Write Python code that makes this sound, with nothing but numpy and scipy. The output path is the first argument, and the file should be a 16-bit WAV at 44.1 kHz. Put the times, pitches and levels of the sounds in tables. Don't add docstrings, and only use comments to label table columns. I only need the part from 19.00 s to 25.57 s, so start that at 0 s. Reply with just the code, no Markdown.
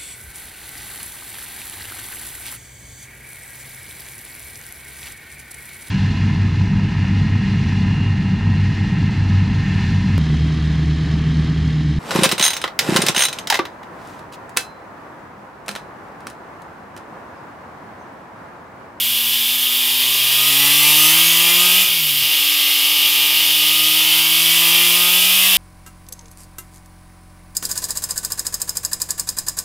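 import sys
import numpy as np
from scipy import signal
from scipy.fft import rfft, irfft, next_fast_len
from scipy.io import wavfile
from scipy.ndimage import uniform_filter1d

SR = 44100
rng = np.random.default_rng(int(sys.argv[2]) if len(sys.argv) > 2 else 0)


def digitize_waveform(pressure):
    field = np.atleast_2d(pressure).T
    bounded = np.clip(field, -1, 1)
    quanta = np.round(bounded * 32767).astype(np.int16)
    wavfile.write(sys.argv[1], SR, quanta)


N = 289737

CYLINDERS = 3
SHIFT_S = 2.88
FULL_HZ = 149.4


def from_db(db):
    return 10 ** (np.asarray(db) / 20)


def rms_one(x):
    return x / np.sqrt(np.mean(x ** 2) + 1e-20)


def in_time(rows):
    return np.interp(np.arange(N) / SR, *np.transpose(rows))


def colour(x, spectrum):
    size = next_fast_len(N + 4096)
    hz, level_db = np.transpose(spectrum)
    bins = np.maximum(np.fft.rfftfreq(size, 1 / SR), 1)
    gain = from_db(np.interp(np.log(bins), np.log(hz), level_db))
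    return rms_one(irfft(rfft(x, size) * gain, size)[:N])


def drift(rate_hz):
    step = 40
    r = np.exp(-2 * np.pi * rate_hz * step / SR)
    noise = rng.standard_normal(N // step + 2002)
    slow = signal.lfilter([1], [1, -2 * r, r * r], noise)[2000:]
    return np.interp(np.arange(N) / step, np.arange(len(slow)), rms_one(slow))


def resonate(x, hz, width_hz):
    r = np.exp(-np.pi * width_hz / SR)
    poles = [1, -2 * r * np.cos(2 * np.pi * hz / SR), r * r]
    return signal.lfilter(np.array([1, 0, -1]) * (1 - r * r) / 2, poles, x)


def driven(throttle, speed, law):
    open_db, shut_loss_db, curvature, octave_loss_db = law
    octaves_below = np.maximum(np.log2(FULL_HZ / speed), 0)
    shut_loss = shut_loss_db * (1 - np.maximum(throttle, 0) ** curvature)
    return from_db(open_db - shut_loss - octave_loss_db * octaves_below)


# time in seconds, firing rate in firings per second.
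ENGINE_SPEED = [(0, 118.0), (0.8, 125.1), (1.2, 132.4), (1.6, 141.3), (1.95, 151.8), (2.83, 184.4),
                (2.88, 179.7), (3.13, 140.9), (3.26, 150.0), (3.36, 151.0), (3.42, 146.1), (4.3, 149.8),
                (4.9, 155.2), (5.3, 160.8), (5.85, 172.4), (6.3, 184.2), (6.57, 191.8)]
# time in seconds, opening (0 shut, 1 wide open).
THROTTLE_HAND = [(0, 0.28), (.7, 0.36), (.9, 0.51), (1.25, 0.66), (1.55, 0.84), (2.03, 1.02), (2.35, .87),
                 (2.82, 0.88), (2.9, 0.24), (3.04, 0), (3.2, 0.12), (3.35, 0.4), (4.3, 0.55), (4.85, 0.65),
                 (5.3, 0.7), (5.62, 0.86), (6.1, 0.81), (6.57, 0.88)]


def ride():
    speed, throttle = in_time(ENGINE_SPEED), in_time(THROTTLE_HAND)
    cycles = np.cumsum(speed) / SR / CYLINDERS
    return speed, throttle, cycles


# delay in seconds, gain as a factor.
ROOM_ECHOES = [(.0031, .2), (.0083, -0.11), (0.0135, .1)]


def workshop(x, t60_s, wet_db):
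    t = np.arange(SR // 2) / SR
    first_delay_s = ROOM_ECHOES[0][0]
    tail = rng.standard_normal(len(t)) * from_db(-60 * t / t60_s) * (t > first_delay_s)
    response = from_db(wet_db) * tail / np.linalg.norm(tail)
    response[0] = 1
    for delay_s, gain in ROOM_ECHOES:
        response[int(delay_s * SR)] += gain
    return signal.fftconvolve(x, response)[:N]


# frequency in Hz, relative level in dB per Hz.
BLOWER_SPECTRUM = [(15, -24), (28, -12), (70, -8), (110, 7), (220, 0.5), (400, 4.5), (520, 10), (700, -20),
                   (1100, 5), (1500, -2), (2100, 0), (3000, -0.5)]


def blower():
    return from_db(-40.5) * colour(rng.standard_normal(N), BLOWER_SPECTRUM)


def throbbing_air(cycles, spectrum, throb, flutter_db):
    swell = 1 + throb * np.cos(2 * np.pi * CYLINDERS * cycles)
    flutter = from_db(flutter_db * drift(25))
    return colour(rng.standard_normal(N) * swell * flutter, spectrum)


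# frequency in Hz, relative level in dB per Hz.
HISS_SPECTRUM = [(6000, -32), (8500, -9.5), (9700, -9.5), (10700, -1), (12100, 2), (13000, 2.5),
                 (14300, 1.5), (15200, 0), (16000, -14)]
# level wide open in dB, loss when shut in dB,
# curvature of the rise as an exponent, loss in dB per octave below FULL_HZ.
HISS_DRIVE = (-15, 5.5, 4, 2.5)


def chain_and_tyre_hiss(cycles, speed, throttle):
    noise = throbbing_air(cycles, HISS_SPECTRUM, throb=0.048, flutter_db=0.4)
    return driven(throttle, speed, HISS_DRIVE) * noise


# frequency in Hz, relative level in dB per Hz.
RUSH_SPECTRUM = [(500, -26), (1500, -16.5), (2300, -3.5), (4300, -1), (6500, -4.5), (7600, -.5),
                 (9000, 0.5), (10500, 4.5), (13000, -24)]
# level wide open in dB, loss when shut in dB,
# curvature of the rise as an exponent, loss in dB per octave below FULL_HZ.
RUSH_DRIVE = (-18, 9.5, 2.5, 0.5)


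def rushing_air(cycles, speed, throttle):
    noise = throbbing_air(cycles, RUSH_SPECTRUM, throb=0.063, flutter_db=0.7)
    return driven(throttle, speed, RUSH_DRIVE) * noise


# multiple of the mesh rate, relative level in dB.
GEAR_PARTIALS = [(1, -23), (3, -3), (4, 9.5), (5, -11), (6, -11)]
# level wide open in dB, loss when shut in dB,
# curvature of the rise as an exponent, loss in dB per octave below FULL_HZ.
WHINE_DRIVE = (-36.5, 24, 2, 4)


def gear_whine(cycles, speed, throttle, waver_db, slack_rad):
    mesh_per_cycle = 29.85
    mesh = 2 * np.pi * mesh_per_cycle * cycles + slack_rad * drift(22)
    tones = np.zeros(N)
    for multiple, level_db in GEAR_PARTIALS:
        tones += from_db(level_db + waver_db * drift(12)) * np.sin(round(multiple) * mesh)
    engaged = in_time([(SHIFT_S - .05, 1), (SHIFT_S, 0)])
    return driven(throttle, speed, WHINE_DRIVE) * engaged * tones


# start in seconds, level in dB at the top of the envelope.
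SILENCER_PUFFS = [(2.882, -40), (2.907, -48), (3.216, -39), (3.391, -45), (3.84, -48), (4.057, -50),
                  (5.86, -45)]


def silencer_puffs(hz, rise_s):
    out = np.zeros(N)
    t = np.arange(SR // 5) / SR
    envelope = t / rise_s * np.exp(1 - t / rise_s)
    thump = np.sin(2 * np.pi * hz * t) * envelope
    for start_s, level_db in SILENCER_PUFFS:
        at = int(start_s * SR)
        out[at:at + len(t)] += from_db(level_db) * thump[:N - at]
    return out


# frequency in Hz, relative level in dB per Hz.
CASING_SPECTRUM = [(300, -38.5), (600, -27.5), (1000, -24.5), (1450, -26), (2000, -19.5), (2300, -11),
                   (2600, -7.5), (2850, -1.5), (3150, -0.5), (3500, -3), (3850, -9), (4250, -14),
                   (4850, -10.5), (5700, -16), (7000, -21), (10000, -51)]
# level wide open in dB, loss when shut in dB,
# curvature of the rise as an exponent, loss in dB per octave below FULL_HZ.
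RATTLE_DRIVE = (-15, 4.5, 0.5, 11)


def engine_rattle(cycles, speed, throttle, count, jitter_s, spread_db, scatter_db, loose_db, throb):
    angles = (np.arange(count) + rng.uniform(-0.506, 0.49, count)) / count
    strength = from_db(spread_db * rng.permutation(np.linspace(-1, 1, count)))
    contact = strength * rng.choice([-1, 1], count)
    due = np.arange(int(cycles[-1]) + 1)[:, None] + angles
    at = np.interp(due, cycles, np.arange(N)) + jitter_s * SR * rng.standard_normal(due.shape)
    force = contact * from_db(scatter_db * rng.standard_normal(due.shape)) * (due < cycles[-1])
    at, force = np.clip(at.ravel(), 0, N - 2), force.ravel()
    whole, part = at.astype(int), at % 1
    clicks = np.bincount(whole, force * (1 - part), N) + np.bincount(whole + 1, force * part, N)
    knocks = colour(workshop(clicks, t60_s=0.057, wet_db=-5.5), CASING_SPECTRUM)
    knocks = knocks / np.sqrt(uniform_filter1d(knocks ** 2, size=SR // 6))
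    chatter = from_db(loose_db) * throbbing_air(cycles, CASING_SPECTRUM, throb, flutter_db=1.0)
    return driven(throttle, speed, RATTLE_DRIVE) * rms_one(knocks + chatter)


# frequency in Hz, gain in dB.
ROOM_STANDING_WAVES = [(240, -1.5), (260, -4), (269, -12.5), (283, 1), (299, -3.5), (311, .3), (331, -3.5),
                       (346, 0), (363, -4.5), (373, -16), (382, -8)]
# level wide open in dB, loss when shut in dB,
# curvature of the rise as an exponent, loss in dB per octave below FULL_HZ.
OCTAVE_DRIVE = (-34, 13.5, 1.0, 0.0)


def exhaust_boom(cycles, speed, throttle, waver_db):
    boom_db, boom_db_per_octave = -32.0, 4
    coast_throttle = 0.43
    firings = 2 * np.pi * CYLINDERS * cycles
    rev_gain = from_db(boom_db + boom_db_per_octave * np.log2(speed / FULL_HZ))
    firing_gain = rev_gain * (throttle - coast_throttle)
    room_gain = from_db(np.interp(2 * speed, *np.transpose(ROOM_STANDING_WAVES)))
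    octave_gain = driven(throttle, speed, OCTAVE_DRIVE) * room_gain
    firing_tone = firing_gain * from_db(waver_db * drift(15)) * np.sin(firings)
    octave_tone = octave_gain * from_db(waver_db * drift(15)) * np.sin(2 * firings)
    return np.sqrt(2) * (firing_tone + octave_tone)


# multiple of the cycle rate, relative level in dB.
CYCLE_ORDERS = [(4, 2), (5, -6), (7, -10), (8, -21), (9, 7.5), (10, 1.5), (11, 0), (12, -2), (13, -1.5),
                (14, -5.5), (15, -1.5), (16, -4.5), (17, -10), (18, 2), (19, -10), (20, -8), (21, 1),
                (22, -14), (23, -4), (24, 1), (25, -13), (26, -26), (27, 1), (28, -24), (29, -19),
                (30, -0.5), (31, -37), (33, -1), (36, 0.5), (39, -4), (42, 2.5), (45, -4.5), (48, 1),
                (51, -1), (54, 0), (57, -2), (60, -8)]
# frequency in Hz, width in Hz, level in dB.
PIPE_RESONANCES = [(362, 93, -50), (496, 32, -53), (509, 27, -50), (694, 85, -47), (847, 15, -38),
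                   (887, 56, -43.5), (963.6, 14, -29.5), (966.2, 32, -35), (1210, 62, -35), (1362, 69, -46),
                   (1414, 79, -45.5), (1588, 35, -45.5), (1720, 70, -41.5), (1875, 16, -35.5),
                   (1983, 53, -35.5), (2061, 25, -31), (2340, 120, -34.5), (2386, 92, -29.5),
                   (2730, 67, -24.5)]
# level wide open in dB, loss when shut in dB,
# curvature of the rise as an exponent, loss in dB per octave below FULL_HZ.
GROWL_DRIVE = (2.5, 18.3, 1.02, 9.4)


def exhaust_growl(cycles, speed, throttle, jitter_cycles, uneven_db, between_db, gas_db):
    size = 2048
    order_db = np.full(size // 2 + 1, -200.0)
    order_db[32:60] = between_db
    for order, level_db in CYCLE_ORDERS:
        order_db[int(round(order))] = level_db
    unaligned = np.arange(len(order_db)) % CYLINDERS > 0
    turn = rng.random(len(order_db)) * unaligned
    wave = irfft(from_db(order_db) * np.exp(2j * np.pi * turn)) * size / np.sqrt(2)
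    angle = (cycles + jitter_cycles * drift(46)) % 1
    pulses = np.interp(angle * size, np.arange(size), wave) * from_db(uneven_db * drift(64))
    gas_swell = 1 + np.cos(2 * np.pi * CYLINDERS * cycles)
    gas = from_db(gas_db) * rng.standard_normal(N) * gas_swell
    flow = (pulses + gas) * driven(throttle, speed, GROWL_DRIVE)
    growl = np.zeros(N)
    for k, (hz, width_hz, level_db) in enumerate(PIPE_RESONANCES):
        polarity = (-1) ** k
        growl += polarity * from_db(level_db) * resonate(flow, hz, width_hz)
    return growl


def scene():
    speed, throttle, cycles = ride()
    sound = blower()
    sound += chain_and_tyre_hiss(cycles, speed, throttle)
    sound += rushing_air(cycles, speed, throttle)
    sound += gear_whine(cycles, speed, throttle, waver_db=3.0, slack_rad=0.47)
    sound += silencer_puffs(hz=111, rise_s=.009)
    sound += engine_rattle(cycles, speed, throttle, count=36, jitter_s=.000015, spread_db=2.0,
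                           scatter_db=1.5, loose_db=0.0, throb=0.2)
    sound += exhaust_boom(cycles, speed, throttle, waver_db=0.5)
    growl = exhaust_growl(cycles, speed, throttle, jitter_cycles=0.00082, uneven_db=1.48,
                          between_db=-16.0, gas_db=2.5)
    sound += workshop(growl, t60_s=0.19, wet_db=-5.0)
    return np.array([sound, sound])


def record(dry):
    rounded = dry / (1 + (dry / .8) ** 8) ** (1 / 8)
    cutoff_hz = 15800
    lowpass = signal.firwin(401, cutoff_hz, window=("kaiser", 10), fs=SR)
    return signal.fftconvolve(rounded, lowpass[None], "same")


dry = scene()
out = record(dry)
digitize_waveform(out)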